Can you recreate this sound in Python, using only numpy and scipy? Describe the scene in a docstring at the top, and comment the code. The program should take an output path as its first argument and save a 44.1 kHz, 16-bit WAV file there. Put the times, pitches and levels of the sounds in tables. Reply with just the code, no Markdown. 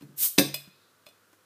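"""A crown cap is levered off a glass beer bottle, close up in a small quiet room.
The opener seats with soft knocks and ticks; the room's low standing wave hums on under handling noise.
Gas hisses through the lifting seal, then the crimp snaps free, the opener rings and the neck pops.
The loose cap clinks back on the glass lip, leaks a faint whistle, and clinks again as it is
picked off. One last faint knock of the hand ends it."""
import sys
import numpy as np
from scipy import signal
from scipy.fft import rfft, irfft
from scipy.io import wavfile

SR = 44100
rng = np.random.default_rng(int(sys.argv[2]) if len(sys.argv) > 2 else 0)


def transcribe(u):
    """Save the signal u as a 16-bit wav file named by the first command-line argument.

    u: samples, shape (n,) or (channels, n), limited to [-1, 1]; the rate is SR.
    q: integer samples, one column per channel.
    """
    v = np.clip(np.atleast_2d(u).T, -1, 1)
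    q = np.round(v * 32767).astype(np.int16)
    wavfile.write(sys.argv[1], SR, q)


N = 63945


def undb(db):
    """Decibels to gain."""
    return 10 ** (np.asarray(db) / 20)


def at(points, hz):
    """Read (frequency, value) points on a log-frequency axis."""
    freqs, values = np.array(points, float).T
    return np.interp(np.log(np.maximum(hz, 1)), np.log(freqs), values)


def noise(colour, tilt_db=0):
    """Noise of rms 1 with the given colour, tilted in dB per octave."""
    hz = np.maximum(np.arange(N // 2 + 1) * SR / N, 1)
    eq = undb(at(colour, hz) + tilt_db * np.log2(hz))
    x = irfft(rfft(rng.standard_normal(N)) * eq, N)
    return x / x.std()


def since(start):
    """Seconds since a moment, zero before it."""
    return np.maximum(np.arange(N) / SR - start, 0)


def burst(start, decay):
    """Envelope with a hard attack and an exponential fall."""
    t = since(start)
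    return (t > 0) * np.exp(-t / decay)


def swell(when, db):
    """Gain along a fader curve, silent outside it."""
    t = since(0)
    return undb(np.interp(t, when, db)) * (t > when[0]) * (t < when[-1])


def wobble(rate):
    """Random values joined by straight lines, rate of them per second."""
    return np.interp(since(0) * rate, np.arange(N), rng.standard_normal(N))


def ring(modes, start, tilt_db=0, pivot_hz=3500):
    """Decaying sines struck together, tilted in dB per octave about the pivot."""
    t = since(start)
    out = 0
    for hz, db, t60 in modes:
        gain = undb(db + tilt_db * np.log2(hz / pivot_hz))
        out = out + gain * np.sin(2 * np.pi * hz * t) * np.exp(-np.log(1000) * t / t60)
    return out


# colour of still air and microphone hiss (frequency [Hz], relative level [dB])
AIR_COLOUR = [(25, -26), (60, -15), (100, -3.5), (220, -2.5), (500, -0.5), (800, -8.5), (1400, 0),
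              (2200, -11), (3500, -11.5), (7000, -14), (15200, -16)]

def room_tone(air_db=-64.5, hum_hz=99.6, hum_db=-76):
    """A bed of quiet air with a faint mains hum."""
    return undb(air_db) * noise(AIR_COLOUR) + undb(hum_db) * np.sin(2 * np.pi * hum_hz * since(0))


# length of the reverb tail (frequency [Hz], t60 [s])
TAIL_T60 = [(125, 0.33), (500, 0.2751), (2000, 0.55), (5000, 0.3946), (14000, 0.2568)]
# tone of the reverb tail (frequency [Hz], band gain [dB])
TAIL_EQ = [(125, -12.5), (500, -7), (2000, -11.5), (5000, -6.5), (14000, -5.5)]

def room(x, predelay_s=0.004, early_db=-8, early_decay_s=0.014):
    """Add early reflections, one booming standing wave and a diffuse tail fading band by band."""
    hz = np.maximum(np.arange(N // 2 + 1) * SR / N, 1)
    white = rfft(rng.standard_normal(N))
    early = rng.standard_normal(N) * burst(predelay_s, early_decay_s)
    boom = ring([(142.6, -64.5, 0.54)], predelay_s)  # (frequency [Hz], level [dB], t60 [s])
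    response = undb(early_db) * early * np.sqrt(2 / (early_decay_s * SR)) + boom
    for centre in 62.5 * 2 ** np.arange(9):  # octave bands [Hz]
        band = irfft(white * np.maximum(1 - abs(np.log2(hz / centre)), 0), N)
        decay = at(TAIL_T60, centre) / np.log(1000)
        fade = burst(predelay_s, decay) * np.sqrt(2 / (decay * SR))  # unit energy
        response = response + undb(at(TAIL_EQ, centre)) * band * fade
    return x + signal.fftconvolve(x, response)[:N]


# swell of the standing wave and the handling noise (time [s], level [dB])
BOOM_CURVE = [(0.019, -69), (0.038, -50), (.075, -54), (.105, -53.5), (.15, -58), (.22, -67), (.28, -83)]
# colour of the handling noise (frequency [Hz], relative level [dB])
HANDLING_COLOUR = [(60, -36), (130, 3.5), (220, -1.5), (320, -1), (500, -15.5), (1500, -42), (15000, -36)]

def room_boom(mode_hz=142.5, handling_db=-3):
    """The room's low standing wave hums on after the first knocks, with soft handling noise."""
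    mode = np.sin(2 * np.pi * mode_hz * since(0))
    return swell(*np.array(BOOM_CURVE).T) * (mode + undb(handling_db) * noise(HANDLING_COLOUR))


# last gas under the resting cap (time [s], whistle pitch [Hz], fizz level [dB])
LEAK_CURVE = [(.62, 11500, -93), (.7, 10400, -73), (0.761, 11600, -70.5), (0.841, 11000, -70),
              (.9, 10200, -74.5), (1.002, 8050, -87), (1.06, 7900, -86)]
# colour of the fizz (frequency [Hz], relative level [dB])
FIZZ_COLOUR = [(1000, -23), (2300, -21), (3600, 15), (5000, 7.5), (6500, -18), (15000, -24)]

def leak(whistle_db=-14, waver_hz=60):
    """Gas seeps under the loose cap: a faint fizz and a thin, wavering whistle."""
    when, hz, db = np.array(LEAK_CURVE).T
    pitch = np.interp(since(0), when, hz) + waver_hz * wobble(rate=130)
    whistle = np.sin(2 * np.pi * np.cumsum(pitch) / SR)
    return swell(when, db) * (noise(FIZZ_COLOUR) + undb(whistle_db) * whistle)


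# bumps on the bottle (time [s], level [dB], pitch [Hz], t60 [s], relative rub level [dB])
KNOCK_CUES = [(.011, -42.5, 259, .04, -15.5), (0.0251, -36.5, 279, 0.049, -22.5),
              (0.6751, -42.5, 199.1, 0.035, -18), (1.329, -55.5, 334, 0.05, -2)]
# colour of the rub (frequency [Hz], relative level [dB])
RUB_COLOUR = [(100, -12.5), (400, -3.5), (1500, -4), (4000, -14), (15000, -16)]

def knocks(rub_decay_s=0.0097):
    """Hand and opener bump the bottle: dull, damped thuds with a little rubbing."""
    out = 0
    for start, db, hz, t60, rub_db in KNOCK_CUES:
        rub = undb(rub_db) * burst(start, rub_decay_s) * noise(RUB_COLOUR)
        out = out + undb(db) * (ring([(hz, 0, t60)], start) + rub)
    return out


# cap touching glass (time [s], gain [dB], tilt [dB/octave], scrape trim [dB], favoured pitch [Hz])
CLINK_CUES = [(.0085, -38, -3, 4, 2340), (.021, -35.5, -1, 7, 4200), (.5412, -13, 7, -12, 2480),
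              (.5432, -3, 1, 3.5, 2360), (1.061, -37, 2, 4, 3480), (1.0657, -23, -4, 4, 3480),
              (1.0881, -31.5, -2.5, 3.5, 3453)]
# ring of the cap on the lip (frequency [Hz], relative level [dB], t60 [s])
CAP_MODES = [(609.4, -36, 0.11), (2485, -34.5, .085), (2550, -44, 0.2556), (2790, -40.5, 0.047),
             (2912, -38, 0.1), (3484, -32.5, 0.092), (4190, -27.5, 0.053), (4305, -44, 0.1),
             (4994, -26, 0.029), (8050, -40.5, 0.047), (8400, -39, 0.042), (9020, -47, 0.086),
             (9600, -52, 0.036), (12830, -42.5, 0.045), (12900, -39, .015), (15020, -46, 0.032)]
# colour of the scrape (frequency [Hz], relative level [dB])
SCRAPE_COLOUR = [(200, -29), (620, -2), (1000, -7), (2000, -32.5), (2500, 1.5), (3500, 0), (5000, -9),
                 (7200, -6), (8600, 3.5), (10800, -10), (13100, 1), (15500, -7.5)]

def clinks(scrape_db=-25.5, scrape_decay_s=0.0044, favour_db=4.5, favour_octaves=0.13):
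    """Each touch of the cap scrapes and rings; the contact point lifts the modes near one pitch."""
    out = 0
    for start, db, tilt, trim_db, favoured_hz in CLINK_CUES:
        scrape = undb(scrape_db + trim_db) * burst(start, scrape_decay_s) * noise(SCRAPE_COLOUR, tilt)
        modes = []
        for hz, level, t60 in CAP_MODES:
            closeness = np.exp(-(np.log2(hz / favoured_hz) / favour_octaves) ** 2)
            modes.append((hz, level + favour_db * closeness, t60))
        out = out + undb(db) * (scrape + ring(modes, start, tilt))
    return out


# swell of the gas escaping under the seal (time [s], level [dB])
FLOW_CURVE = [(.163, -55.5), (0.169, -52), (.181, -36), (0.196, -29.5), (0.214, -25), (0.23, -21),
              (.253, -20.5), (0.274, -29), (0.296, -44), (.33, -56), (.378, -62.5)]
# colour of the jet (frequency [Hz], relative level [dB])
JET_COLOUR = [(88, -67), (150, -30.5), (229, -22.5), (569, -35.5), (1710, -26), (2420, -21.5), (3300, -16),
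              (3570, -16.5), (7440, -11), (8350, -6.5), (10900, -7.5), (14300, -1), (15200, -6.5)]
# whistles of the narrow gap (frequency [Hz], bandwidth [Hz], level against the jet [dB])
GAP_WHISTLES = [(11500, 140, -18), (12920, 120, -18), (14245, 70, -15), (14550, 160, -18),
                (14810, 110, -15)]

def hiss(sputter_db=0.6):
    """A bright, sputtering jet with faint whistles swells as the seal lifts and dies with the pressure."""
    jet = noise(JET_COLOUR)
    for hz, width, db in GAP_WHISTLES:
        whistle = signal.lfilter(*signal.iirpeak(hz, hz / width, fs=SR), rng.standard_normal(N))
        jet = jet + undb(db) * whistle / whistle.std()
    sputter = undb(sputter_db * wobble(rate=230))
    return jet * swell(*np.array(FLOW_CURVE).T) * sputter


# the crimp jumping the lip (time [s], gain [dB], decay [s], tilt [dB/octave])
SNAP_CUES = [(0.3794, -18.5, 0.0024, -1), (0.3837, -8.5, .0028, -1.5), (0.3865, -12, 0.0046, -1.6),
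             (.3934, -12, 0.0034, 8.5)]
# colour of a crack (frequency [Hz], relative level [dB])
CRACK_COLOUR = [(290, -43), (500, -1), (898, -17.5), (1050, -15), (1200, -21), (1730, -8.5), (3070, -13.5),
                (3590, -3.5), (4780, -9), (6270, -10), (7340, -20.5), (8460, -8.5), (10200, -18.5),
                (14400, -10.5), (15200, -23)]
# ring of the steel opener and the bottle (frequency [Hz], level [dB], t60 [s])
OPENER_MODES = [(1622, -36, 0.32), (1740, -33, 0.12), (2644, -26.5, 0.13), (2625, -29.5, 0.12),
                (3572, -29.5, .14), (3777, -26.5, 0.072), (4420, -29.5, 0.14), (5020, -39.5, .28),
                (6610, -32.5, 0.343), (8600, -32.5, .06), (8560, -42, .18), (9110, -36.5, 0.1995),
                (12800, -37.5, 0.1), (14240, -31.5, .09)]

def snap(attack_s=0.00012, ring_start_s=0.3845):
    """The crimp lets go in four quick cracks; opener and bottle ring."""
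    cracks = 0
    for start, db, decay, tilt in SNAP_CUES:
        envelope = burst(start, decay) - burst(start, attack_s)
        cracks = cracks + undb(db) * envelope * noise(CRACK_COLOUR, tilt)
    return cracks + ring(OPENER_MODES, ring_start_s)


# body of the pop: the neck and the low room modes it wakes (frequency [Hz], level [dB], t60 [s])
POP_MODES = [(140.9, -32.5, 0.42), (201.9, -29, .28), (244.4, -14, 0.086), (284, -12.5, 0.1),
             (316.3, -20.5, .17), (354.2, -15, 0.071), (387.6, -17, 0.12), (445, -16.5, 0.049),
             (540, -20.5, .14), (607, -31.5, 0.13), (732, -34, 0.19), (845, -37.5, .13), (1116, -33, 0.06)]
# colour of the puff of gas (frequency [Hz], relative level [dB])
PUFF_COLOUR = [(25, -44), (60, -21), (110, -4), (250, -4.5), (420, -6), (700, -22.5), (1200, -37.5),
               (3000, -54)]

def pop(start_s=0.3825, attack_s=0.0022, puff_db=-17.5, puff_decay_s=0.016):
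    """The remaining gas leaves at once in a dark puff that sets the neck ringing."""
    puff = undb(puff_db) * burst(start_s, puff_decay_s) * noise(PUFF_COLOUR)
    attack = 1 - np.exp(-since(start_s) / attack_s)
    return (ring(POP_MODES, start_s) + puff) * attack


def scene():
    """Mono mix: hiss and hits go through the reverb; room boom, leak and room tone bypass it."""
    foreground = hiss() + snap() + pop() + clinks() + knocks()
    return (room(foreground) + room_boom() + leak() + room_tone())[None]


def record(dry, low_cut_hz=97, high_cut_hz=15230):
    """Roll off the deep bass and cut the top steeply."""
    low_cut = signal.butter(3, low_cut_hz, "high", fs=SR, output="sos")
    high_cut = signal.ellip(10, 0.2, 75, high_cut_hz, fs=SR, output="sos")
    return signal.sosfilt(high_cut, signal.sosfilt(low_cut, dry))


dry = scene()
out = record(dry)
transcribe(out)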